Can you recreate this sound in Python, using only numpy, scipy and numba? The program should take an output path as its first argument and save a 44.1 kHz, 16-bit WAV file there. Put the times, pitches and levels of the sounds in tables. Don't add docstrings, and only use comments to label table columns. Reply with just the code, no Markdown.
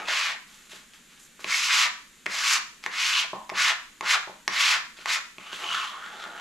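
import sys
import numpy as np
from scipy import signal
from scipy.fft import rfft, irfft
from scipy.io import wavfile
from scipy.ndimage import uniform_filter1d
from numba import njit

SR = 44100
rng = np.random.default_rng(int(sys.argv[2]) if len(sys.argv) > 2 else 0)


def waveform_to_disk(signal):
    frames = np.transpose(np.atleast_2d(signal))
    scaled = np.clip(frames, -1, 1) * 32767
    samples = np.round(scaled).astype(np.int16)
    wavfile.write(sys.argv[1], SR, samples)


N = 282492
T = np.arange(N) / SR


def undb(db):
    return 10 ** (np.asarray(db) / 20)


def unit(x):
    return x / np.sqrt(np.mean(x ** 2))


def band(x, lo_hz, hi_hz, order=2):
    sos = signal.butter(order, [lo_hz, min(hi_hz, SR / 2 - 1)], "band", fs=SR, output="sos")
    return signal.sosfilt(sos, x)


def split(x, edges_hz):
    below = [signal.sosfiltfilt(signal.butter(4, hz, fs=SR, output="sos"), x) for hz in edges_hz]
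    return np.diff([0 * x, *below, x], axis=0)


def colour(x, points):
    size = 4096
    point_hz, point_db = np.transpose(points)
    hz = np.maximum(np.fft.rfftfreq(size, 1 / SR), 1)
    below_db = 20 * np.log10(np.minimum(hz / point_hz[0], 1))
    gain_db = np.interp(np.log(hz), np.log(point_hz), point_db) + below_db
    cepstrum = irfft(np.log(undb(gain_db)))
    cepstrum[1:size // 2] *= 2
    cepstrum[size // 2 + 1:] = 0
    impulse = irfft(np.exp(rfft(cepstrum)))
    return signal.fftconvolve(x, impulse)[:len(x)]


@njit
def resonate(x, hz, width_hz):
    y, band_state, low_state = np.empty(len(x)), 0., 0.
    for i in range(len(x)):
        g, damping = np.tan(np.pi * hz[i] / SR), width_hz / hz[i]
        v = (band_state + g * (x[i] - low_state)) / (1 + g * (g + damping))
        band_state = 2 * v - band_state
        low_state += 2 * g * v
        y[i] = damping * v
    return y


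def walk(rate_hz):
    step = max(int(SR / rate_hz), 2)
    stairs = np.repeat(rng.standard_normal(N // step + 1), step)
    return unit(uniform_filter1d(stairs, step)[:N])


def slips(rate_hz, scatter_db, chatter_db, chatter_hz):
    hits = (rng.random(N) < rate_hz / SR) * rng.choice([-1, 1], N)
    size_db = scatter_db * np.clip(rng.standard_normal(N), -2, 2)
    return hits * undb(size_db + chatter_db * walk(chatter_hz))


def ring(modes, t):
    y = np.zeros(len(t))
    for hz, db, t60_s in modes:
        tone = np.sin(2 * np.pi * hz * rng.normal(1, .012) * t)
        y += undb(db + rng.normal(0, 1.5)) * tone * undb(-60 * t / t60_s)
    return y / np.abs(y).max()


def repeats(length_s, gap_s, scatter=.2):
    gaps_s = gap_s * np.exp(scatter * rng.standard_normal(32))
    times_s = np.cumsum(np.r_[0, gaps_s])
    return times_s[times_s <= length_s]


def add(track, s, sound):
    i = int(s * SR)
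    track[i:i + len(sound)] += sound[:N - i]


# frequency in Hz, gain in dB.
AIR_COLOUR = [(20, 4), (45, -1.5), (70, -6), (100, -21), (150, -1.5), (213, 2.5), (464, -9), (788, -14),
              (1580, -4), (3700, -6), (5230, -13), (7100, -4), (8400, -11.5), (12000, -16), (15500, -21)]


def quiet(level_db=-55.5, side_db=-9):
    mid, side = (unit(colour(rng.standard_normal(N), AIR_COLOUR)) for _ in range(2))
    return undb(level_db) * (mid + undb(side_db) * np.array([side, -side]))


# frequency in Hz, t60 in s, relative level in dB.
ROOM_DECAY = [(150, 0.16, 15.5), (510, 0.32, 0), (1410, 0.42, 1), (3720, 0.41, -6), (6900, 0.45, -6),
              (12500, 0.26, -5.5)]


def kitchen(x, build_s=0.0016, wide_hz=2200):
    t = T[:SR // 2]
    hz, t60_s, db = np.transpose(ROOM_DECAY)
    response = 0
    for lo_hz in 60 * 2. ** np.arange(8):
        log_centre = np.log(lo_hz * np.sqrt(2))
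        decay_s, gain_db = (np.interp(log_centre, np.log(hz), column) for column in (t60_s, db))
        mid, side = band(rng.standard_normal((2, len(t))), lo_hz, 2 * lo_hz, order=3)
        width = min(lo_hz / wide_hz, 1) ** 0.7
        stereo = mid + width * np.array([side, -side])
        response = response + stereo * undb(gain_db - 60 * t / decay_s)
    response = response * (1 - np.exp(-(t / build_s) ** 2))
    response = response / np.sqrt(np.sum(response ** 2) / 2)
    return signal.fftconvolve(x[None], response, axes=1)[:, :N]


# start in seconds, length in s, rustle in dB before trim, hiss in dB re rustle.
BRUSHES = [(0.465, 0.28, -54.5, -4), (0.692, 0.17, -47, -7), (.933, 0.087, -55, -7),
           (1.091, 0.15, -55.5, -15), (1.193, .11, -61, 9), (1.39, 0.23, -47, -7),
           (2.824, 0.09, -43.5, -12), (4.965, 0.13, -45.5, -15), (5.525, 0.16, -40.5, -8)]
# frequency in Hz, gain in dB.
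CRUMB_COLOUR = [(400, -26), (800, -9.5), (1300, -2.5), (2500, -2.5), (4000, -3.5), (5400, -7.5), (7200, -4),
                (8600, -12), (12000, -14), (15000, -36)]


def brushing(trim_db=-1.5, skew=0.46):
    rub = colour(slips(rate_hz=6000, scatter_db=2.0, chatter_db=1.8, chatter_hz=87), CRUMB_COLOUR)
    rustle, hiss = map(unit, split(rub, [5500]))
    out = np.zeros(N)
    for s, length_s, db, hiss_db in BRUSHES:
        swell = np.sin(np.pi * np.clip((T - s) / length_s, 0, 1) ** skew)
        out += undb(trim_db + db) * swell * (rustle + undb(hiss_db) * hiss)
    return out


# start in seconds, board in dB, rattle ring in dB, rattling in s.
KNOCK_EVENTS = [(2.584, -44, -58, 0.054), (3.332, -16.5, -16.5, 0.11), (3.519, -19.5, -26, 0.018),
                (4.028, -27, -24, 0.021), (4.274, -25.5, -26.5, 0.011), (4.295, -27.5, -28, 0),
                (5.382, -33, -45, 0), (5.528, -59, -48, 0)]
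# frequency in Hz, relative level in dB, t60 in s.
BOARD_MODES = [(145, -54, .25), (213.6, -19, 0.34), (257, -16, 0.11), (335, -33.5, 0.037), (426, 12, 0.014),
               (567, 13.5, 0.023), (626, 8, 0.051), (766, -24, 0.032)]
# frequency in Hz, relative level in dB, t60 in s.
RATTLE_MODES = [(800, 7, 0.052), (895, 9, 0.057), (964, 5.5, 0.12), (1020, 6.5, 0.043), (1210, -20, .025),
                (1790, -12, .06), (1920, -15, .06)]


def knocks(contact_s=0.0011, rattle_gap_s=0.0087, rattle_first_db=-6.5, rattle_fade_db_per_s=146):
    out, t = np.zeros(N), T[:SR // 3]
    contact = 1 - np.exp(-t / contact_s)
    for s, board_db, rattle_db, rattling_s in KNOCK_EVENTS:
        rattle = undb(rattle_db) * ring(RATTLE_MODES, t) * contact
        board = undb(board_db) * ring(BOARD_MODES, t) * contact
        add(out, s, board + rattle)
        for late_s in repeats(rattling_s, rattle_gap_s)[1:]:
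            add(out, s + late_s, undb(rattle_first_db - rattle_fade_db_per_s * late_s) * rattle)
    return band(out, 101, 6100, order=3)


# time in seconds, level in dB before trim, bite (treble) in dB,
# weight (low body) in dB before the board trim; bite and weight are relative to the middle band.
SHOVE_GESTURES = [
    [(0.0, -32, -6, -5.5), (0.032, -39, -8, -4), (0.06, -46, 4, -6)],
    [(5.4, -52.5, 3.5, -8), (5.516, -45.5, 0.5, -11), (5.534, -43.5, 4.5, -9), (5.578, -44, 2, -20),
     (5.594, -42.5, 0, -9), (5.642, -35, -1, -5.5), (5.664, -39, 2, -7), (5.73, -33.5, 2.5, -18),
     (5.854, -33.5, -2.5, -20), (5.892, -47.5, 9, -8), (5.93, -39, -7, -18), (5.998, -43.5, -8, -8.5),
     (6.032, -36, -10, -19), (6.148, -46, -2.5, -1.5), (6.23, -39.5, -2.5, -9.5), (6.26, -37.5, -8.5, -6),
     (6.31, -46.5, -6, -3), (6.406, -41.5, -5, -5)],
]
# frequency in Hz, gain in dB.
FLAT_COLOUR = [(200, -19), (330, -18.5), (480, -14.5), (750, -8.5), (1000, 3.5), (1300, -0.5), (1700, -1.5),
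               (2100, -2), (2600, -4.5), (4000, -8.5), (5200, -14), (7000, -12.5), (9000, -25.5),
               (12000, -27.5), (15000, -46)]
# time in seconds, lower and upper resonance in Hz before flutter.
GAP_RESONANCES = [(5.4, 1210, 2430), (5.55, 1500, 3250), (5.64, 1090, 2800), (5.72, 1340, 3100),
                  (5.8, 1240, 2800), (5.94, 1070, 3300), (6.04, 1460, 3160), (6.27, 1450, 3680),
                  (6.41, 1360, 2830)]


def controls(gestures, fade_s):
    s, *columns = np.vstack(gestures).T
    db, *rest = (np.interp(T, s, column) for column in columns)
    gate = np.zeros(N)
    for rows in gestures:
        first_s, last_s = rows[0][0], rows[-1][0]
        gate += np.interp(T, [first_s - fade_s / 2, first_s, last_s, last_s + fade_s], [0, 1, 1, 0])
    return [undb(db) * gate] + rest


def shoves(trim_db=-1.0, lower_db=9, upper_db=5, crumb_db=-7, board_trim_db=1.5):
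    gain, bite_db, weight_db = controls(SHOVE_GESTURES, fade_s=0.015)
    s, *resonances = np.transpose(GAP_RESONANCES)
    lower_hz, upper_hz = (np.interp(T, s, hz) * np.exp(.05 * walk(35)) for hz in resonances)
    sliding = unit(slips(rate_hz=3500, scatter_db=0.5, chatter_db=-1.0, chatter_hz=130))
    crumbs = unit(slips(rate_hz=130, scatter_db=3, chatter_db=2.5, chatter_hz=22))
    rub = colour(sliding + undb(crumb_db) * crumbs, FLAT_COLOUR)
    lower = resonate(rub, lower_hz, 290.)
    upper = resonate(rub, upper_hz, 480.)
    rung = rub + undb(lower_db) * lower + undb(upper_db) * upper
    board, hollow, grit = split(rung, [830, 2200])
    board = unit(band(board, 175, 1100, order=4))
    body = undb(weight_db + board_trim_db) * board
    return undb(trim_db) * gain * (unit(hollow) + undb(bite_db) * unit(grit) + body)


# start in seconds, length in s, mean level in dB, pitch in Hz.
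JUDDER_RUNS = [(1.523, .045, -13, 2200), (5.635, .025, -31, 985), (5.642, .085, -22, 3010),
               (5.704, .07, -19, 1360)]


def judders(scatter_db=2, gap_s=0.021, t60_s=0.019, bend_s=0.00036):
    out, t = np.zeros(N), T[:SR // 10]
    for s, length_s, db, hz in JUDDER_RUNS:
        sizes_db = db + scatter_db * rng.standard_normal(33)
        tone = np.sin(2 * np.pi * hz * t)
        release = tone * undb(-60 * t / t60_s) * (1 - np.exp(-t / bend_s))
        for late_s, size_db in zip(repeats(length_s, gap_s), sizes_db):
            add(out, s + late_s, undb(size_db) * release)
    return out


# start in seconds, level in dB, blade pitch in Hz,
# then board, crisp tick and slow flex in dB against the blade.
CLACK_EVENTS = [(0.085, -17, 3460, -19, -9, -28), (0.732, -35, 2600, -3.5, -8, -12),
                (0.935, -42.5, 3100, -18, 0, -23), (1.394, -34.5, 1390, -6, -13, -17),
                (1.444, -16.5, 2370, -12, -6, -15.5), (2.2597, -23.5, 2300, -32, 0.5, -5),
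                (2.264, -12.5, 2080, -14.5, -6, -18.5), (2.839, -23.5, 2180, -30, -1, -14),
                (2.8625, -13, 1920, -19, -9, -16), (3.494, -24, 2150, -34, -3, 3),
                (3.499, -20, 2120, -36, -5, -6), (4.009, -17, 2080, -15, -9, -4.5),
                (4.4783, -9, 1870, -17.5, -3, -22), (4.988, -35.5, 2130, -6, -14, -16),
                (5.058, -15.5, 1920, -44, -4.5, -9), (5.383, -26, 2430, -7.5, -11, -11),
                (5.5299, -22.5, 3060, -10.5, -9, -12)]
# frequency in Hz, gain in dB.
EDGE_COLOUR = [(240, -79), (400, -36.5), (772, -17), (971, -13), (1150, -2), (1610, -4.5), (1990, -4.5),
               (2510, -2.5), (4280, -3), (7200, -9.5), (8520, -19), (10900, -24.5), (12100, -24),
               (14300, -42), (15500, -24)]


def clacks(tick_s=0.0016, blade_t60_s=0.0038, flex_hz=1060, flex_t60_s=0.0099, bend_s=0.00039):
    plastic, wood, t = np.zeros(N), np.zeros(N), T[:SR // 3]
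    for s, db, hz, board_db, tick_db, flex_db in CLACK_EVENTS:
        tick = colour(rng.standard_normal(len(t)) * np.exp(-t / tick_s), EDGE_COLOUR)
        tick = tick / np.abs(tick).max()
        blade = ring([(hz, 0, blade_t60_s), (flex_hz, flex_db, flex_t60_s)], t) * (1 - np.exp(-t / bend_s))
        blade = blade / np.abs(blade).max()
        add(plastic, s, undb(db) * (blade + undb(tick_db) * tick))
        add(wood, s, undb(db + board_db) * ring(BOARD_MODES, t))
    return band(plastic, 387, 19000) + band(wood, 174, 4400, order=3)


# start in seconds, speeding up in s, full level in s, braking in s,
# level in dB before trim, bite (treble) in dB and weight (low body) in dB at full speed,
# blade resonance at full speed in Hz, grunt as it stops in dB re the stroke level.
EDGE_STROKES = [(0.065, 0.021, 0.17, 0.11, -25.5, -9, -18, 2500, -36),
                (1.454, 0.059, 0.23, 0.12, -26.5, -2, -27.5, 2650, -47),
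                (1.664, 0.049, .13, 0.049, -21, -6.5, -30, 2410, -17.5),
                (2.274, 0.079, 0.11, 0.12, -30, -3.5, -20, 2350, -40),
                (2.384, .085, 0.089, 0.038, -23, -2.5, -31.5, 2350, -23),
                (2.905, 0.1, 0.093, 0.14, -24.5, -5.5, -31, 2500, -45),
                (3.075, 0.076, 0.041, 0.081, -23, -10, -28, 3040, -17.5),
                (3.537, .075, .085, 0.048, -20.5, -9.5, -26, 2180, -15),
                (4.025, 0.092, 0.023, 0.047, -19, -9, -23, 1990, -14),
                (4.492, 0.12, 0.12, 0.064, -20.5, -7, -26, 2470, -22),
                (5.055, 0.045, 0.051, 0.049, -25, -6.5, -22.5, 2120, -26)]


def arm(slow_bite_db=-5.5, slow_weight_db=10.5, slow_sag=0.31, speed_curve=1.55, start_share=0.088,
        attack_curve=1.19, release_curve=0.95, grunt_lead_s=0.025, grunt_s=0.012):
    power, grunt, mix = np.full(N, 1e-12), np.zeros(N), np.zeros((3, N))
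    for s, rise_s, hold_s, fall_s, db, bite_db, weight_db, hz, grunt_db in EDGE_STROKES:
        length_s = rise_s + hold_s + fall_s
        t = T[:int(length_s * SR)]
        attack = start_share + (1 - start_share) * np.minimum(t / rise_s, 1) ** attack_curve
        release = np.minimum((length_s - t) / fall_s, 1) ** release_curve
        gain = undb(db) * attack * release
        slow = 1 - np.sin(np.pi * t / length_s) ** speed_curve
        add(power, s, gain ** 2)
        add(grunt, s, undb(db + grunt_db) * np.exp(-((t - length_s + grunt_lead_s) / grunt_s) ** 2))
        tone = [bite_db + slow_bite_db * slow, weight_db + slow_weight_db * slow, hz * (1 - slow_sag * slow)]
        for track, value in zip(mix, tone):
            add(track, s, gain ** 2 * value)
    bite_db, weight_db, hz = mix / power
    return np.sqrt(power), bite_db, weight_db, np.maximum(hz, 1000), grunt


# frequency in Hz, width in Hz, gain in dB.
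BLADE_RESONANCES = [(975, 61, 7.5), (1260, 39, -34), (2020, 87, -8)]
# delay in ms, drift during a stroke in ms per s, gain in dB.
COUNTER_REFLECTIONS = [(1.9, 0.97, -23.5), (4.3, 1.25, -28.5), (8.9, 1.68, -22)]


def strokes(trim_db=-1.5, flex_db=1, flex_width_hz=800, rest_hz=2350, lean=0.41, uneven_db=0.53):
    gain, bite_db, weight_db, flex_hz, grunt = arm()
    catches = colour(slips(rate_hz=8000, scatter_db=2.5, chatter_db=0.5, chatter_hz=150), EDGE_COLOUR)
    rasp = catches.copy()
    for hz, width_hz, db in BLADE_RESONANCES:
        rasp += undb(db) * band(catches, hz - width_hz / 2, hz + width_hz / 2, order=1)
    board, low, high, grit = split(rasp, [800, 2500, 4600])
    stiff = (flex_hz / rest_hz) ** lean
    blade = low / stiff + high * stiff
    flutter = np.exp(.05 * walk(45))
    blade = unit(blade + undb(flex_db) * resonate(blade, flex_hz * flutter, float(flex_width_hz)))
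    grit = unit(grit) * undb(bite_db + 1.54 * walk(40))
    board = unit(band(board, 170, 1200)) * undb(-4.0)
    dragged = gain * (blade + grit + undb(weight_db) * board)
    y = undb(trim_db + uneven_db * walk(35)) * (dragged + grunt * board)
    starts_s = np.array([row[0] for row in EDGE_STROKES])
    travel_s = T - starts_s[np.maximum(np.searchsorted(starts_s, T) - 1, 0)]
    out = y.copy()
    for delay_ms, drift, db in COUNTER_REFLECTIONS:
        out += undb(db) * np.interp(T - (delay_ms + drift * travel_s) / 1000, T, y)
    return out


def scene(scrape_room_db=-8, hit_room_db=-6, side_db=-11):
    scraping = strokes() + shoves() + brushing()
    hits = clacks() + judders() + knocks()
    direct = scraping + hits
    side = undb(side_db) * signal.hilbert(band(direct, 2420, 3460, order=2)).imag
    room = kitchen(undb(scrape_room_db) * scraping + undb(hit_room_db) * hits)
    return direct + np.array([side, -side]) + room + quiet()


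def record(dry, soften_hz=13500, top_hz=15600):
    soft = signal.sosfilt(signal.butter(8, soften_hz, fs=SR, output="sos"), dry)
    return signal.sosfilt(signal.ellip(12, .2, 90, top_hz, fs=SR, output="sos"), soft)


dry = scene()
out = record(dry)
waveform_to_disk(out)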